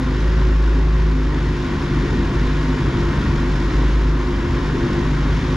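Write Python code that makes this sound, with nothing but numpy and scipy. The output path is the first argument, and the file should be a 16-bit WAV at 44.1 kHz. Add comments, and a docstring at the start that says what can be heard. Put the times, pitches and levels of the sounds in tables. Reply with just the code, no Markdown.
"""A rough engine idle hunts and growls, with a deep boom, broad whir and faint ticks, in a hard-walled garage.
A two-stroke twin snowmobile stands a few metres from a small camera on a bench: uneven firing puffs ring the
exhaust and room resonances, sines at multiples of the firing rate sing in the pipe and one at the rate booms.
Intake, belt and fan noise breathes with the cycle; the camera's gain falls as the running power rises."""
import sys
import numpy as np
from scipy import signal
from scipy.fft import rfft, irfft
from scipy.io import wavfile
from scipy.ndimage import uniform_filter1d

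SR = 44100
rng = np.random.default_rng(int(sys.argv[2]) if len(sys.argv) > 2 else 0)


def generate_wav(signal):
    """Clip the signal to [-1, 1] and save it as 16-bit WAV at the path in sys.argv[1]."""
    frames = np.transpose(np.atleast_2d(signal))
    scaled = np.clip(frames, -1, 1) * 32767
    pcm = np.round(scaled).astype(np.int16)
    wavfile.write(sys.argv[1], SR, pcm)


N = 245195
HZ = np.fft.rfftfreq(N, 1 / SR)
TIME_S = np.arange(N) / SR
STEADY_HZ = 49.7  # reference firing rate

# relative spectrum of intake, belt and fan noise: (frequency [Hz], density [dB per Hz])
WHIR_SPECTRUM = [(200, 2.5), (450, -2.5), (616, -7), (814, -8.5), (893, -4), (1040, -0.5), (1280, -5.5),
                 (1450, -4), (1900, -8.5), (2000, -9.5), (2180, -9.5), (2350, -13.5), (2700, -14),
                 (3600, -16.5), (4590, -21.5), (5040, -21), (7350, -30.5), (7600, -41.5), (9000, -40.5),
                 (11000, -46), (13500, -56.5)]


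def undb(db):
    """Amplitude gain of a level in dB."""
    return 10 ** (np.asarray(db) / 20)


def level(x, db):
    """Scale to an rms level in dB."""
    return x * undb(db) / np.sqrt(np.mean(x ** 2))


def along(table):
    """Read a (frequency, value) table at every FFT bin, on a log frequency axis."""
    f, v = np.transpose(table)
    return np.interp(np.log(HZ + 1), np.log(f + 1), v)


def over_time(table):
    """Read the value columns of a (time, value, ..) table at every sample."""
    s, *columns = np.transpose(table)
    return [np.interp(TIME_S, s, c) for c in columns]


def ring(x, modes):
    """Sum of two-pole resonances (frequency, width, dB) of alternating sign."""
    response = 0
    for k, (f, width, db) in enumerate(modes):
        damping = 1j * HZ * width
        response = response + (-1) ** k * undb(db) * damping / (f * f - HZ ** 2 + damping)
    return irfft(rfft(x) * response, N)


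def walk(rate_hz):
    """Random levels held 1 / rate_hz seconds, then smoothed twice; spread near 1."""
    hold = int(SR / rate_hz)
    steps = np.repeat(rng.standard_normal(N // hold + 1), hold)[:N]
    return 1.3 * uniform_filter1d(uniform_filter1d(steps, hold), hold)


def echo(x, t60_s):
    """Dense reflections from concrete and sheet metal: decaying noise of unit energy."""
    t = np.arange(SR) / SR
    tail = rng.standard_normal(SR) * np.exp(-np.log(1000) * t / t60_s)
    return signal.fftconvolve(x, level(tail, 0) / np.sqrt(SR))[:N]


def stumble_db():
    """Bell-shaped drops in level, as a weak firing lets the boom and pipe notes fall away."""
    # stumbles: (time [s], depth [dB])
    stumbles = [(1.57, 3), (1.75, 7), (1.89, 8), (2.07, 17), (2.329, 21), (2.78, 8), (2.92, 14),
                (3.13, 6.5), (3.24, 21), (3.59, 3.5), (3.72, 12), (4.47, 15), (4.61, 11), (4.79, 5),
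                (4.89, 18), (5.42, 17)]
    sigma_s = 0.013
    return -sum(db * np.exp(-.5 * ((TIME_S - s) / sigma_s) ** 2) for s, db in stumbles)


def rattle(turns):
    """Piston slap and loose parts: noisy ticks near fixed places in each firing cycle, smeared by the walls."""
    # knocks: place in the firing cycle [turns]
    places = [0.11, 0.47, .62]
    decay_s, jitter_s, scatter_db = 0.0068, .002, 5  # jitter and scatter are +/-
    hits = np.zeros(N)
    for place in places:
        at = np.flatnonzero(np.diff(np.floor(turns - place)))
        chance = 2 * rng.random((len(at), 2)) - 1
        hit_at = np.clip(at + jitter_s * SR * chance[:, 0], 0, N - 1).astype(int)
        hits[hit_at] = undb(scatter_db * chance[:, 1])
    envelope = signal.lfilter([1], [1, -np.exp(-1 / (decay_s * SR))], hits)
    ticks = envelope * rng.standard_normal(N)
    smeared = ticks + undb(-6.5) * echo(ticks, t60_s=0.25)
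    shape = undb(along(WHIR_SPECTRUM)) * HZ ** 2 / (HZ ** 2 + 1380.0 ** 2)  # less bass than the whir
    return level(irfft(rfft(smeared) * shape, N), -40.5)


def whir(turns, hz):
    """Intake, belt and fan noise plus casing ring: lows swell by crank turn, highs by firing."""
    # ringing of the engine casing: (frequency [Hz], width [Hz], level [dB])
    casing = [(910, 25.5, 14), (1042, 30, 6.5), (1420, 40, 5), (1870, 18, 15), (2410, 27, 3.5),
              (3515, 30, -2), (3680, 39, -3.5)]
    brighten_db_per_hz = 0.06  # treble rises as the firing rate sags
    noise = rng.standard_normal((2, N))
    broad = irfft(rfft(noise[0]) * undb(along(WHIR_SPECTRUM)), N)
    body = level(broad, -30.0) + level(ring(noise[1], casing), -42.0)
    body = body + undb(-14.0) * echo(body, t60_s=.3)
    low = signal.sosfilt(signal.butter(2, 2300, fs=SR, output="sos"), body)
    high = body - low
    # two firings per crank turn
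    by_turn_db = (1.3 + .3 * walk(12)) * np.cos(np.pi * turns) + .5 * walk(6.8)
    by_firing_db = (.7 + .25 * walk(15)) * np.cos(2 * np.pi * (turns - .45)) + .43 * walk(8)
    treble_db = brighten_db_per_hz * (STEADY_HZ - hz)
    return low * undb(by_turn_db) + high * undb(by_firing_db + treble_db)


def boom(turns, boom_db, drop_db):
    """Lowest standing wave of the room: a sine at the firing rate over a narrow rumble."""
    rumble = ring(rng.standard_normal(N), [(21, 17.0, -17.0), (58.0, 6.8, -6)])
    tone = np.sqrt(2) * undb(boom_db + drop_db) * np.sin(2 * np.pi * turns)
    return tone + level(rumble, -33) * undb(drop_db / 2)


def pipe(turns, hz, notes_db, drop_db):
    """Exhaust sings multiples of the firing rate; each breaks into short bursts and wanders in phase."""
    # notes: (multiple of firing rate [1], dip depth [dB], dip rate [1/s], share of a stumble [0-1],
    #         phase wander [rad])
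    notes = [(3, 4, 16, 0.65, 0.15), (2.5, 7, 24, 0.3, 0.7), (4, 6, 24, 0.3, 0.6), (5, 7, 28, 0.4, 0.72),
             (7, 7, 30, 0.3, 0.8), (10, 5, 24, 0, 0.75)]
    unsteady_per_hz = 0.2  # dips and wander grow as the firing rate sags
    start_rad = 2 * np.pi * rng.random(len(notes))
    unsteady = np.clip(1 + unsteady_per_hz * (STEADY_HZ - hz), .8, 1.4)
    out = 0
    for k, (multiple, dip_db, dips_per_s, share, wander_rad) in enumerate(notes):
        burst_db = unsteady * dip_db * (.5 - np.abs(walk(dips_per_s)))
        gain = undb(notes_db[k] + burst_db + share * drop_db)
        phase_rad = 2 * np.pi * multiple * turns + start_rad[k] + unsteady * wander_rad * walk(26)
        out = out + gain * np.sin(phase_rad)
    return out


def exhaust(turns, hz, low_db, upper_db):
    """One puff per firing; timing and strength scatter more as the idle sags and the charge burns badly."""
    # exhaust and room resonances: (frequency [Hz], width [Hz], level [dB])
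    modes = [(78.2, 18, 7), (86.1, 13, 4), (113, 13.5, -9.5), (125, 26, 2.5), (155.8, 9, -8.5),
             (173.4, 23, -4.5), (193, 13.7, -7.5), (222.5, 21, -4), (258.7, 17.5, -3), (276.9, 20.3, -1),
             (309.7, 16.6, -4), (343, 16.7, -3.5), (356, 27.5, -8), (380, 21.5, -7.5), (404.4, 23.3, -8),
             (430.2, 14, -11), (467.5, 18.7, -13.5), (542, 53, -20.5)]
    low_puffs_hz = 230
    at = np.flatnonzero(np.diff(np.floor(turns)))
    chance = rng.standard_normal((len(at), 2 + len(modes)))
    sag = np.clip(1 + 0.099 * (51 - hz[at]), .3, 2)
    twin_db = 2.05 * (-1) ** np.arange(len(at))  # one cylinder fires harder
    late = 0.0006 * SR * sag * chance[:, 0]  # samples, either sign
    strength = undb(twin_db + 2.6 * sag * np.tanh(chance[:, 1]))
    out = 0
    for k, mode in enumerate(modes):
        # own path round the room: own delay, own share of every puff
        path = rng.random() * SR / 25
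        pulses = np.zeros(N)
        pulse_at = np.clip(at + late + path, 0, N - 1).astype(int)
        pulses[pulse_at] = strength + 0.54 * sag * chance[:, 2 + k]
        rung = ring(ring(pulses, [mode]), [(*mode[:2], 0)])  # twice: dark valleys between
        out = out + undb(low_db if mode[0] < low_puffs_hz else upper_db) * rung
    puff = signal.butter(3, 650, fs=SR, output="sos")  # a puff of gas has no sharp edge
    return level(signal.sosfilt(puff, out), -24.5)


def scene():
    """Engine heard straight and by way of the walls at two close ports."""
    # hunting idle: (time [s], firing rate [Hz], boom [dB], pipe note at multiple 3 [dB])
    idle = [(0.0, 51.67, -22, -33), (0.14, 51.49, -19.5, -24), (0.3, 52.91, -15.5, -28.5),
            (0.54, 52.54, -13, -26.5), (1.05, 52.77, -13, -23.5), (1.35, 50.82, -18.5, -24),
            (1.52, 50.78, -18.5, -25.5), (1.66, 50.16, -28, -28.5), (1.95, 49.22, -21.5, -23.5),
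            (2.25, 48.84, -21.5, -36), (2.42, 50.14, -19, -25.5), (2.68, 51.06, -21, -24),
            (2.9, 49.31, -22.5, -28), (3.25, 48.35, -22.5, -27), (3.45, 50.2, -22, -24),
            (3.68, 48.58, -18.5, -28), (3.86, 51.91, -15.5, -26), (4.08, 51.82, -15, -22),
            (4.3, 50.43, -22, -28.5), (4.55, 49.94, -22.5, -31), (4.72, 50.13, -22.5, -25.5),
            (4.85, 49.33, -28, -35), (5.08, 49.96, -23, -20.5), (5.3, 50.66, -18.5, -26.5),
            (5.56, 51.28, -24, -24)]
    # shifting growl: (time [s], multiple 2.5 [dB], fourth [dB], fifth [dB], seventh [dB],
    #                  low puffs [dB], upper puffs [dB])
    growl = [(0, -16, -29, -22.5, -39, -6, 0), (.2, -35.5, -34, -31, -28.5, 3, -2),
             (.4, -32, -38, -26, -26, 2.5, -2), (.7, -31, -45.5, -25.5, -33.5, -7, 4.5),
             (.95, -33, -32, -28, -26, 2.5, -1.5), (1.2, -31.5, -37, -25.5, -28.5, -3.5, 2),
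             (1.4, -30, -42, -33, -28, 2.5, 2), (1.65, -41, -33, -27, -32, 2, -0.5),
             (1.9, -23.5, -33, -34, -27, -2, 2), (2.15, -27, -31, -28, -31.5, 0.5, 4.5),
             (2.35, -33, -36, -35, -30, 4, 0), (2.5, -31, -31, -27, -27.5, -2.5, -1),
             (2.7, -35, -33, -24, -31.5, -2.5, 1), (2.9, -17, -25.5, -34, -28, 3.5, 3),
             (3.05, -33, -37, -37, -23, 0.5, -1), (3.28, -25, -28, -29, -32, 2.5, -1),
             (3.45, -34, -31, -31.5, -29.5, -7, -0.5), (3.7, -25, -30, -30, -31, -1.5, 2.5),
             (3.95, -25, -35, -26.5, -31.5, -5.5, -0.5), (4.25, -31, -33, -26, -26.5, -2.5, -1),
             (4.5, -25, -35, -32.5, -27, 3, 0.5), (4.7, -32, -26, -45, -29, -2.5, 1.5),
             (4.85, -24, -29, -21.5, -24.5, 0.5, 3.5), (5.0, -36, -29, -31, -26, -1.5, -1.5),
             (5.18, -23, -38, -33.5, -37, -7, 0.5), (5.35, -40, -37, -26.5, -31, 4.5, -0.5),
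             (5.56, -23, -34, -28.5, -29, -1.5, 1.5)]
    # reflected sound, opposite in the two ports, re direct: (frequency [Hz], level [dB])
    diffuse = [(60, -52), (170, -55), (290, -15.5), (490, -13), (830, -11), (1400, -10.5), (2370, -8.5),
               (4000, -8.5), (6770, -7.5), (9000, 2.5), (13000, -9)]
    # phase by which left leads right: (frequency [Hz], lead [rad])
    port_lead = [(60, -.02), (300, -.12), (780, -.24), (2930, -.55), (5770, 0)]
    # left minus right: (frequency [Hz], level difference [dB])
    port_tilt = [(60, .1), (250, .9), (1000, 1.4), (4000, .5), (12000, 1.2)]
    hz, boom_db, third_db = over_time(idle)
    *middle_db, low_db, upper_db = over_time(growl)
    tenth_db = -47.5 + 2.5 * (hz - STEADY_HZ)  # shows faintly when the idle runs high
    notes_db = [third_db, *middle_db, tenth_db]
    turns = np.cumsum(hz) / SR  # firing cycles
    drop_db = stumble_db()
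    mid = exhaust(turns, hz, low_db, upper_db) + pipe(turns, hz, notes_db, drop_db)
    mid = mid + whir(turns, hz) + rattle(turns) + boom(turns, boom_db, drop_db)
    side = rfft(echo(mid, t60_s=0.57)) * undb(along(diffuse))
    port = undb(along(port_tilt) / 2) * np.exp(.5j * along(port_lead))
    direct = rfft(mid)
    return np.array([irfft(direct * port + side, N), irfft(direct / port - side, N)])


def record(dry):
    """Slow gain control from the running power, soft peaks, steep top cut."""
    average_s, top_hz = .3, 14300
    step = 1 / (average_s * SR)
    power = signal.lfilter([step], [1, step - 1], np.mean(dry ** 2, axis=0), zi=[.028])[0]
    wet = dry * (undb(-31.5) / power) ** 0.27
    soft = np.tanh(1.169 * wet) / 1.137
    return signal.sosfilt(signal.ellip(8, .2, 70, top_hz, fs=SR, output="sos"), soft)


dry = scene()
out = record(dry)
generate_wav(out)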